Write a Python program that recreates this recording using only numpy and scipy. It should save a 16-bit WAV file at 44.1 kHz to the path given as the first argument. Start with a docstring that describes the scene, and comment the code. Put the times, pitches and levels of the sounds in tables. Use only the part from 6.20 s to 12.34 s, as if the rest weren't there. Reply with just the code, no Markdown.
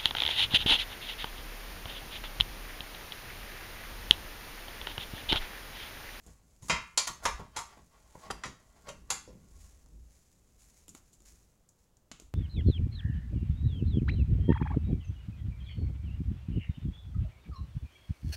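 """Two hands work a small jigsaw tin on a table in a room: the lid snaps and the sheet metal clanks and rubs.
Then a cardboard piece is picked up, clicked down and slid over the table, and another clicks in the pile.
The arms bump the table softly over a faint hiss. Blows on the tin ring its modes under the damping grip;
cardboard gives short ticks; rubbing is a stream of tiny slips; the table and the air are shaped noise."""
import sys
import numpy as np
from scipy import signal
from scipy.fft import rfft
from scipy.io import wavfile
from scipy.ndimage import uniform_filter1d

SR = 44100
rng = np.random.default_rng(int(sys.argv[2]) if len(sys.argv) > 2 else 0)


def generate_wav(signal):
    """Clip the signal to [-1, 1] and save it as 16-bit WAV at the path in sys.argv[1]."""
    frames = np.transpose(np.atleast_2d(signal))
    scaled = np.clip(frames, -1, 1) * 32767
    pcm = np.round(scaled).astype(np.int16)
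    wavfile.write(sys.argv[1], SR, pcm)


N = 270763

# knocks of the tin, with band levels aimed at over their first 25 ms: start_s, thump_db, hollow_db, body_db,
# clang_db, edge_db, sizzle_db, chatter_s (decay of the rebounds), ring_db (relative),
# freedom (from the grip, 0-1), spot_hz (favoured by the struck spot)
KNOCK_ROWS = [(0.424, -51, -67.5, -66.5, -69.5, -61, -63, 0.011, -11, 0.6, 6540),
              (0.484, -61, -68.5, -49.5, -61, -49, -53, 0.0097, -10, 0.5, 2000),
              (0.4973, -38, -35.5, -32.5, -27.5, -31.5, -52, 0.0031, 7.5, 1, 2440),
              (0.7747, -59, -41.5, -38.5, -35, -23, -37, 0.00093, 7.5, 0.79, 4470),
              (0.872, -49, -54.5, -39.5, -43.5, -37.5, -45.5, 0.0024, 7, 0.61, 1190),
              (1.0528, -52, -34.5, -30, -34.5, -33.5, -45, 0.0039, 3.5, 0.64, 870),
              (1.194, -49, -49, -52, -69.5, -68, -73, 0.0062, 3.5, 0.8, 930),
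              (1.361, -57.5, -51.5, -38.5, -45.5, -39.5, -48.5, 0.031, 9, 0.59, 1100),
              (1.571, -59, -62.5, -67.5, -71, -81, -94, 0.0056, -5, 0.34, 800),
              (1.952, -57, -52, -59, -75, -76, -85, 0.00071, -13, 0.24, 844),
              (2.061, -56, -72, -69, -71, -67, -86, 0.0029, -16, 0.51, 1200),
              (2.102, -51, -42.5, -37.5, -47, -54, -63, 0.0041, 14, 0.28, 780),
              (2.1085, -53.5, -73, -54, -50, -45, -51.5, 0.0015, 14.5, 0.23, 4850),
              (2.2364, -63, -50.5, -42, -41.5, -45.5, -63, 0.00093, 8, 0.6, 1900),
              (2.254, -47, -52, -82.5, -55, -50.5, -61.5, 0.0059, -9, 0.85, 4700),
              (2.681, -59, -47, -50, -60.5, -59, -68, 0.0029, 8, 0.83, 587),
              (2.688, -61, -66, -68, -50.5, -51, -60.5, 0.0016, 6.5, 0.64, 6100),
              (2.903, -73, -46, -39, -40.5, -31, -41, 0.0006, -4.5, 0.78, 7020),
              (3.075, -55, -50.5, -73.5, -80, -67, -87, 0.031, -14, 0.46, 522)]
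# clicks of cardboard pieces and fingertips, likewise: start_s, thump_db, hollow_db, body_db, clang_db,
# edge_db, sizzle_db, chatter_s
CLICK_ROWS = [(0.064, -67.5, -61, -76, -71.5, -67.5, -64, 0.009),
              (3.661, -72, -79, -75, -90, -71, -91, 0.0011),
              (4.6815, -60, -70.5, -73.5, -62, -68.5, -59, 0.0011),
              (4.691, -53.5, -86, -75, -84, -56.5, -62, 0.0066),
              (4.749, -60.5, -63, -62, -62, -63, -60, 0.0029),
              (4.93, -74.5, -81, -90, -80.5, -67.5, -67.5, 0.017),
              (5.003, -71, -79, -84, -81, -72.5, -76, 0.0034), (5.02, -78, -80, -87, -88, -74, -75, 0.0029),
              (5.489, -73.5, -87.5, -95, -100, -67.5, -72, 0.0052),
              (5.769, -76.5, -87, -92, -91, -71.5, -81.5, 0.0017),
              (5.9153, -52.5, -64.5, -58, -52.5, -52.5, -65.5, 0.003),
              (5.999, -72, -64, -73, -67, -59.5, -65, 0.00094),
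              (6.021, -61.5, -70, -78, -86, -72, -80, 0.002)]
# the hands brush and weigh on the table until the piece is let go, easing off over EASE_S
LET_GO_S, EASE_S = 5.23, 0.35
# the slow clock of hand movements (s)
CLOCK = np.arange(0, N / SR, 0.002)


def amp(db):
    """Decibels to gain."""
    return 10 ** (np.asarray(db) / 20)


def evened(x):
    """Scales to an rms of 1."""
    return x / np.sqrt(np.mean(x ** 2) + 1e-30)


def unit(x):
    """Scales to an energy of 1."""
    return x / np.sqrt(np.sum(x ** 2) + 1e-30)


def read(points, hz):
    """Reads a curve over frequency, interpolating on a log-frequency axis."""
    f, value = np.transpose(points)
    return np.interp(np.log(hz + 1), np.log(f + 1), value)


def add(mix, s, sound):
    """Mixes a sound in at a time (s)."""
    part = mix[max(round(s * SR), 0):][:len(sound)]
    part += sound[:len(part)]


def colour(x, points, size=8192):
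    """Causal minimum-phase filter with the given spectrum."""
    log_gain = np.log(amp(read(points, abs(np.fft.fftfreq(size, 1 / SR)))))
    spectrum = np.exp(np.conj(signal.hilbert(log_gain)))
    taps = np.fft.ifft(spectrum).real[:size // 2]
    return signal.fftconvolve(x, taps)[:len(x)]


def dying(t, t60):
    """Gain that falls 60 dB in t60."""
    return np.exp(-np.log(1000) * t / np.maximum(t60, 1e-4))


def noise(tone):
    """Steady noise with the given spectrum; the filter's first second is dropped."""
    return evened(colour(rng.standard_normal(N + SR), tone)[SR:])


def room(size=22050, build_s=0.004):
    """Diffuse echoes that build up quickly and die band by band."""
    # decay of the room: frequency_hz, t60_s
    room_decay = [(150, 0.38), (600, 0.22), (2000, 0.42), (7000, 0.31), (14000, 0.35)]
    t = np.arange(size) / SR
    hz, when, z = signal.stft(rng.standard_normal(size), SR, nperseg=256)
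    faded = z * dying(when, read(room_decay, hz)[:, None])
    tail = signal.istft(faded, SR, nperseg=256)[1][:size]
    return unit(tail * (1 - np.exp(-t / build_s)))


def echoed(x, tail, room_db):
    """A sound with the room's answer."""
    return x + amp(room_db) * signal.fftconvolve(x, tail)[:len(x)]


def stroke(s, db, rise_s, fall_s, drop_db=20):
    """Gain of one push: it swells to its peak at s and dies away, by drop_db over the rise and the fall."""
    away = np.maximum((s - CLOCK) / rise_s, (CLOCK - s) / fall_s)
    return amp(db - drop_db * np.minimum(away, 10))


def resting(start_s, end_s, db):
    """Steady gain while the hands are in contact, easing in before and out after."""
    return amp(db) * np.clip(1 + np.minimum(CLOCK - start_s, end_s - CLOCK) / EASE_S, 0, 1)


def together(gains):
    """Unrelated pushes add in power; gives one gain for every sample."""
    return np.interp(np.arange(N) / SR, CLOCK, np.sqrt(sum(gain ** 2 for gain in gains)))


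def friction(tone, per_s, spread_db, smooth, catch_db):
    """Tiny slips of uneven size over a smooth rub, catching and freeing many times a second."""
    size = amp(spread_db * np.minimum(rng.exponential(1, N), 4))
    slips = evened(size * rng.standard_normal(N) * (rng.random(N) < per_s / SR))
    wander = uniform_filter1d(rng.standard_normal(N), size=500)
    wander = evened(uniform_filter1d(wander, size=300))
    rub = slips + smooth * rng.standard_normal(N)
    return evened(colour(amp(catch_db * wander) * rub, tone))


def contact(t, chatter_s, per_s, full_s):
    """One blow, then tiny rebounds that die away; a long chatter carries more of the energy."""
    hits = rng.standard_normal(len(t)) * (rng.random(len(t)) < per_s / SR)
    rebounds = hits * np.exp(-t / max(chatter_s, 1e-4))
    push = unit(rebounds) * chatter_s / full_s  # as strong as the blow when chatter_s is full_s
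    push[0] += 1
    return push


def balance(x, band_db, size=4096):
    """Filters a blow so that its first 25 ms come near the wanted level in each band."""
    # limits of thump, hollow, body, clang, edge and sizzle: limit_hz
    band_limits = [100, 300, 800, 1600, 4000, 8000, 16000]
    count = SR // 40
    power = 2 * abs(rfft(x[:count], size)) ** 2 / size / count
    hz, edges = np.fft.rfftfreq(size, 1 / SR), np.array(band_limits)
    low, high = edges[:-1], edges[1:]
    own_db = [10 * np.log10(power[(hz >= lo) & (hz < hi)].sum() + 1e-20) for lo, hi in zip(low, high)]
    return colour(x, np.transpose([np.sqrt(high * low), np.array(band_db) - own_db]))


def air():
    """The faint hiss behind everything: steady noise, strongest in the bass."""
    # frequency_hz, density_db (relative, per Hz)
    air_tone = [(25, -4), (100, -6), (280, -18.5), (500, -19.5), (1000, -26.5), (2000, -34.5),
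                (4500, -36.5), (7000, -33.5), (9000, -37), (16000, -39)]
    return amp(-68.5) * noise(air_tone)


def table():
    """The table answers knocks, clicks and the weight of the arms with a short thud and a longer rumble."""
    # spectra of rumble and thud: frequency_hz, density_db (relative, per Hz)
    rumble_tone = [(10, -12), (28, -7), (55, 6), (75, -3), (110, -23.5), (250, -64.5)]
    thud_tone = [(50, -17), (100, -7), (165, -1.5), (280, -10), (450, -16.5), (1000, -50)]
    # soft bumps of the arms: peak_s, rumble_db, thud_db (both before the mix gains), rise_s, fall_s
    arm_bumps = [(0.09, -49.5, -58.5, 0.054, 0.11), (1.078, -40, -58, 0.12, 0.32),
                 (2.75, -52, -58.5, 0.2, .5), (2.92, -66, -49, 0.035, 0.11), (3.15, -75, -53.5, 0.11, .3),
                 (3.36, -45, -68, 0.067, 0.36), (3.769, -47, -60, 0.2, 0.19), (5.13, -61.5, -71, .2, .25),
                 (6.065, -48, -74, 0.062, 0.12)]
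    lag_s, shake_rise_s, rumble_fall_s, thud_fall_s = 0.026, 0.03, 0.12, 0.09
    # a knock or click shakes the table in proportion to its thump
    blows = [(s, thump_db) for s, thump_db, *_ in KNOCK_ROWS]
    blows += [(s, thump_db - 11) for s, thump_db, *_ in CLICK_ROWS]
    # hands are never quite still
    rumble = [resting(0, LET_GO_S, db=-65)]
    thud = [resting(0, LET_GO_S, db=-73)]
    for s, thump_db in blows:
        rumble.append(stroke(s + lag_s, thump_db + 0.5, shake_rise_s, rumble_fall_s))
        thud.append(stroke(s + lag_s, thump_db, shake_rise_s, thud_fall_s))
    for s, rumble_db, thud_db, rise_s, fall_s in arm_bumps:
        rumble.append(stroke(s, rumble_db, rise_s, fall_s))
        thud.append(stroke(s, thud_db, rise_s, fall_s))
    rumbling = amp(-3.0) * together(rumble) * noise(rumble_tone)
    thudding = amp(-2.5) * together(thud) * noise(thud_tone)
    return rumbling + thudding


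def slide(tail):
    """Fine, bright friction of fingers and card on the table, over a faint brush until the piece is let go."""
    # frequency_hz, density_db (relative, per Hz)
    slide_tone = [(300, -19), (1000, -10.5), (2200, -7.5), (3200, -11), (5300, -5), (6900, 1.5), (8800, -7),
                  (10800, -6.5), (12500, -14), (16000, -17.5)]
    # strokes of skin and cardboard: hardest_push_s, push_db (before echo and mix gain), rise_s, fall_s
    slide_strokes = [(0.12, -66, 0.28, 0.11), (0.351, -74, 0.23, .3), (0.455, -57.5, 0.043, 0.34),
                     (1.042, -44.5, 0.015, 0.079), (1.53, -72, 0.61, .8), (2.03, -63, 0.38, 0.12),
                     (2.66, -72, 0.83, .5), (3.45, -62.5, 0.33, 0.26), (3.94, -67.5, 0.21, 0.38),
                     (4.4, -62, .025, 0.21), (4.6, -64, 0.31, 0.11), (4.775, -58.5, 0.054, 0.027),
                     (4.87, -72.5, 0.12, 0.37), (5.057, -58, 0.0096, 0.21), (5.6, -73, 0.063, 0.16),
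                     (6.05, -79, 0.16, .2)]
    slips = friction(slide_tone, per_s=750, spread_db=1.0, smooth=1.2, catch_db=1.15)
    brush = resting(0, LET_GO_S, db=-76)
    push = together([brush] + [stroke(*row) for row in slide_strokes])
    return amp(-1) * echoed(push * slips, tail, room_db=-11.5)


def click(row, card_db=-2, card_t60=0.025, room_db=-6):
    """Cardboard hardly rings: a short tick with tiny rebounds, and the room's answer from that spot."""
    # a cardboard piece on the table: frequency_hz, gain_db (relative)
    card_tone = [(100, -2.5), (260, 9.5), (700, 4), (1000, -2), (1380, -1), (1750, -7.5), (3000, 2),
                 (5400, 7), (7000, 16.5), (8600, 3), (11000, -3), (16000, -20.5)]
    s, *band_db, chatter_s = row
    tail = room()
    t = np.arange(len(tail)) / SR
    tick = unit(rng.standard_normal(len(t)) * dying(t, card_t60 + 4 * chatter_s))
    blow = unit(contact(t, chatter_s, per_s=1700, full_s=0.00061))
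    direct = unit(blow + amp(card_db) * tick)
    return s, balance(colour(direct + amp(room_db) * tail, card_tone), band_db)


def tin_modes(count, size=22050):
    """Free rings of the tin: its clear modes, and a crowd of weaker ones spread over the whole range."""
    # clear modes of the tin: mode_hz, level_db (relative)
    clear_modes = [(944, 3), (1042, -3), (1105, -1.5), (1155, 1), (1325, 0.5), (1406, 3), (1446, -4),
                   (1820, -0.5), (2006, 3), (2051, -6), (2369, -8.5), (2484, -2.5), (2596, -10.5),
                   (2783, -7.5), (3133, 3.5), (3278, -2), (3817, 2), (3951, -7), (4305, -6.5), (4556, -6.5),
                   (4881, -3), (4970, -1.5), (5582, -5.5), (5847, -4), (6230, -2.5), (6680, -3.5),
                   (7091, 2.5), (7584, 3), (10140, -3.5)]
    # how long the free tin rings: frequency_hz, t60_s
    free_decay = [(400, .2), (900, .33), (1350, .46), (2000, .31), (3200, .31), (5000, .25), (12000, .18)]
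    t = np.arange(size) / SR
    clear_hz, clear_db = np.transpose(clear_modes)[:, :, None]
    place = (np.arange(count) + rng.random(count))[:, None] / count
    crowd_hz = 400 + 15000 * place ** 1.3
    clear, crowd = (dying(t, read(free_decay, hz)) * np.exp(2j * np.pi * hz * t) for hz in (clear_hz, crowd_hz))
    return amp(clear_db) * clear, crowd


def struck(modes, uneven_db=3):
    """Each spot of the tin wakes the modes by different amounts and in different phases."""
    strength = amp(uneven_db * (2 * rng.random(len(modes)) - 1))
    weight = strength * np.exp(2j * np.pi * rng.random(len(modes)))
    return unit((weight @ modes).real)


def clustered(x, count=70):
    """Neighbouring modes share nodes at the struck spot, so they come in strong and weak clusters."""
    hz = 500 + 11500 * np.linspace(0, 1, count) ** 1.5
    return colour(x, np.transpose([hz, rng.uniform(-5.5, 5.5, count)]))


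def scrape(clear, crowd, tail, metal_db=1):
    """Slips of the tin over table and lid are heard directly and through its ringing walls."""
    # frequency_hz, density_db (relative, per Hz)
    scrape_tone = [(200, -16), (450, 3.5), (750, 1), (1050, -2.5), (1400, -6), (1700, -5), (2600, -13),
                   (5000, -13.5), (10000, -30)]
    # strokes of the tin: hardest_push_s, push_db (before the mix gain), rise_s, fall_s
    scrape_strokes = [(0.08, -65.5, .04, 0.18), (1.04, -47.5, .025, .06), (1.21, -55, 0.39, 0.1),
                      (1.355, -52.5, 0.032, 0.12), (1.53, -56.5, 0.11, .12), (1.76, -63.5, 0.085, 0.12),
                      (2.05, -56.5, 0.2, 0.53), (2.56, -66.5, 0.076, 0.22), (2.675, -49.5, 0.031, 0.055),
                      (2.897, -60.5, 0.02, 0.11)]
    slips = friction(scrape_tone, per_s=1200, spread_db=2, smooth=1.0, catch_db=3.0)
    walls = struck(crowd) + amp(-4) * struck(clear)
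    ringing = evened(signal.fftconvolve(slips, walls)[:N])
    hold = resting(0.89, 3.45, db=-77.5)  # a faint rub while the hands hold the tin
    push = together([hold] + [stroke(*row) for row in scrape_strokes])
    return amp(0.5) * push * evened(echoed(slips + amp(metal_db) * ringing, tail, room_db=-6.5))


def knock(row, clear, crowd, tail, crack_db=-1, crack_t60=0.076, grip_t60=0.18, spot_db=6, spot_width=0.13):
    """The tin cracks, then rings with clear modes over a crowd of weaker ones; the grip damps them."""
    # the tin's crowd of weaker modes: frequency_hz, gain_db (relative)
    sheet_tone = [(100, -15.5), (430, -9), (540, -4), (720, -5), (950, 5.5), (1400, -2.5), (1650, -3),
                  (2000, -1), (5200, -5.5), (7000, -1.5), (8400, -9.5), (10500, -9), (12500, -19),
                  (16000, -25.5)]
    s, *band_db, chatter_s, ring_db, free, spot_hz = row
    t = np.arange(len(tail)) / SR
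    free = np.clip(free, 0.05, 1)
    swell = 1 - np.exp(-t / max(chatter_s * 0.58, 1e-4))  # a scuffing contact feeds the metal gradually
    held = swell * dying(t * (1 / free - 1), grip_t60)  # a wholly free tin is not damped
    crack = amp(crack_db) * unit(rng.standard_normal(len(t)) * dying(t, crack_t60))
    blow = amp(-7.5) * unit(contact(t, chatter_s, per_s=670, full_s=0.00065))
    body = unit(colour(blow + (crack + struck(crowd, uneven_db=6.5)) * held, sheet_tone))
    fade = 1.5 + dying(t, 0.36)  # the ring drops quickly at first, then lingers
    ring = amp(ring_db - 6) * unit(struck(clear) * fade) * held
    # a peak around the pitch that the struck spot favours
    spot = [(spot_hz * np.exp(-spot_width), 0), (spot_hz, spot_db), (spot_hz * np.exp(spot_width), 0)]
    heard = echoed(clustered(body), tail, room_db=-8) + ring
    return s, balance(colour(heard, spot), band_db)


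def scene():
    """Knocks, clicks, rubbing, the shaken table and the air of the room."""
    tail = room()
    clear, crowd = tin_modes(count=240)
    mix = air()
    for row in KNOCK_ROWS:
        add(mix, *knock(row, clear, crowd, tail))
    for row in CLICK_ROWS:
        add(mix, *click(row))
    mix += scrape(clear, crowd, tail)
    mix += slide(tail)
    return (mix + table())[None]


def record(dry):
    """The recorder's band limit: a steep low-pass at 16.1 kHz."""
    taps = signal.firwin(511, 16100, window=("kaiser", 9), fs=SR)
    return signal.oaconvolve(dry, taps[None], "same")


dry = scene()
out = record(dry)
generate_wav(out)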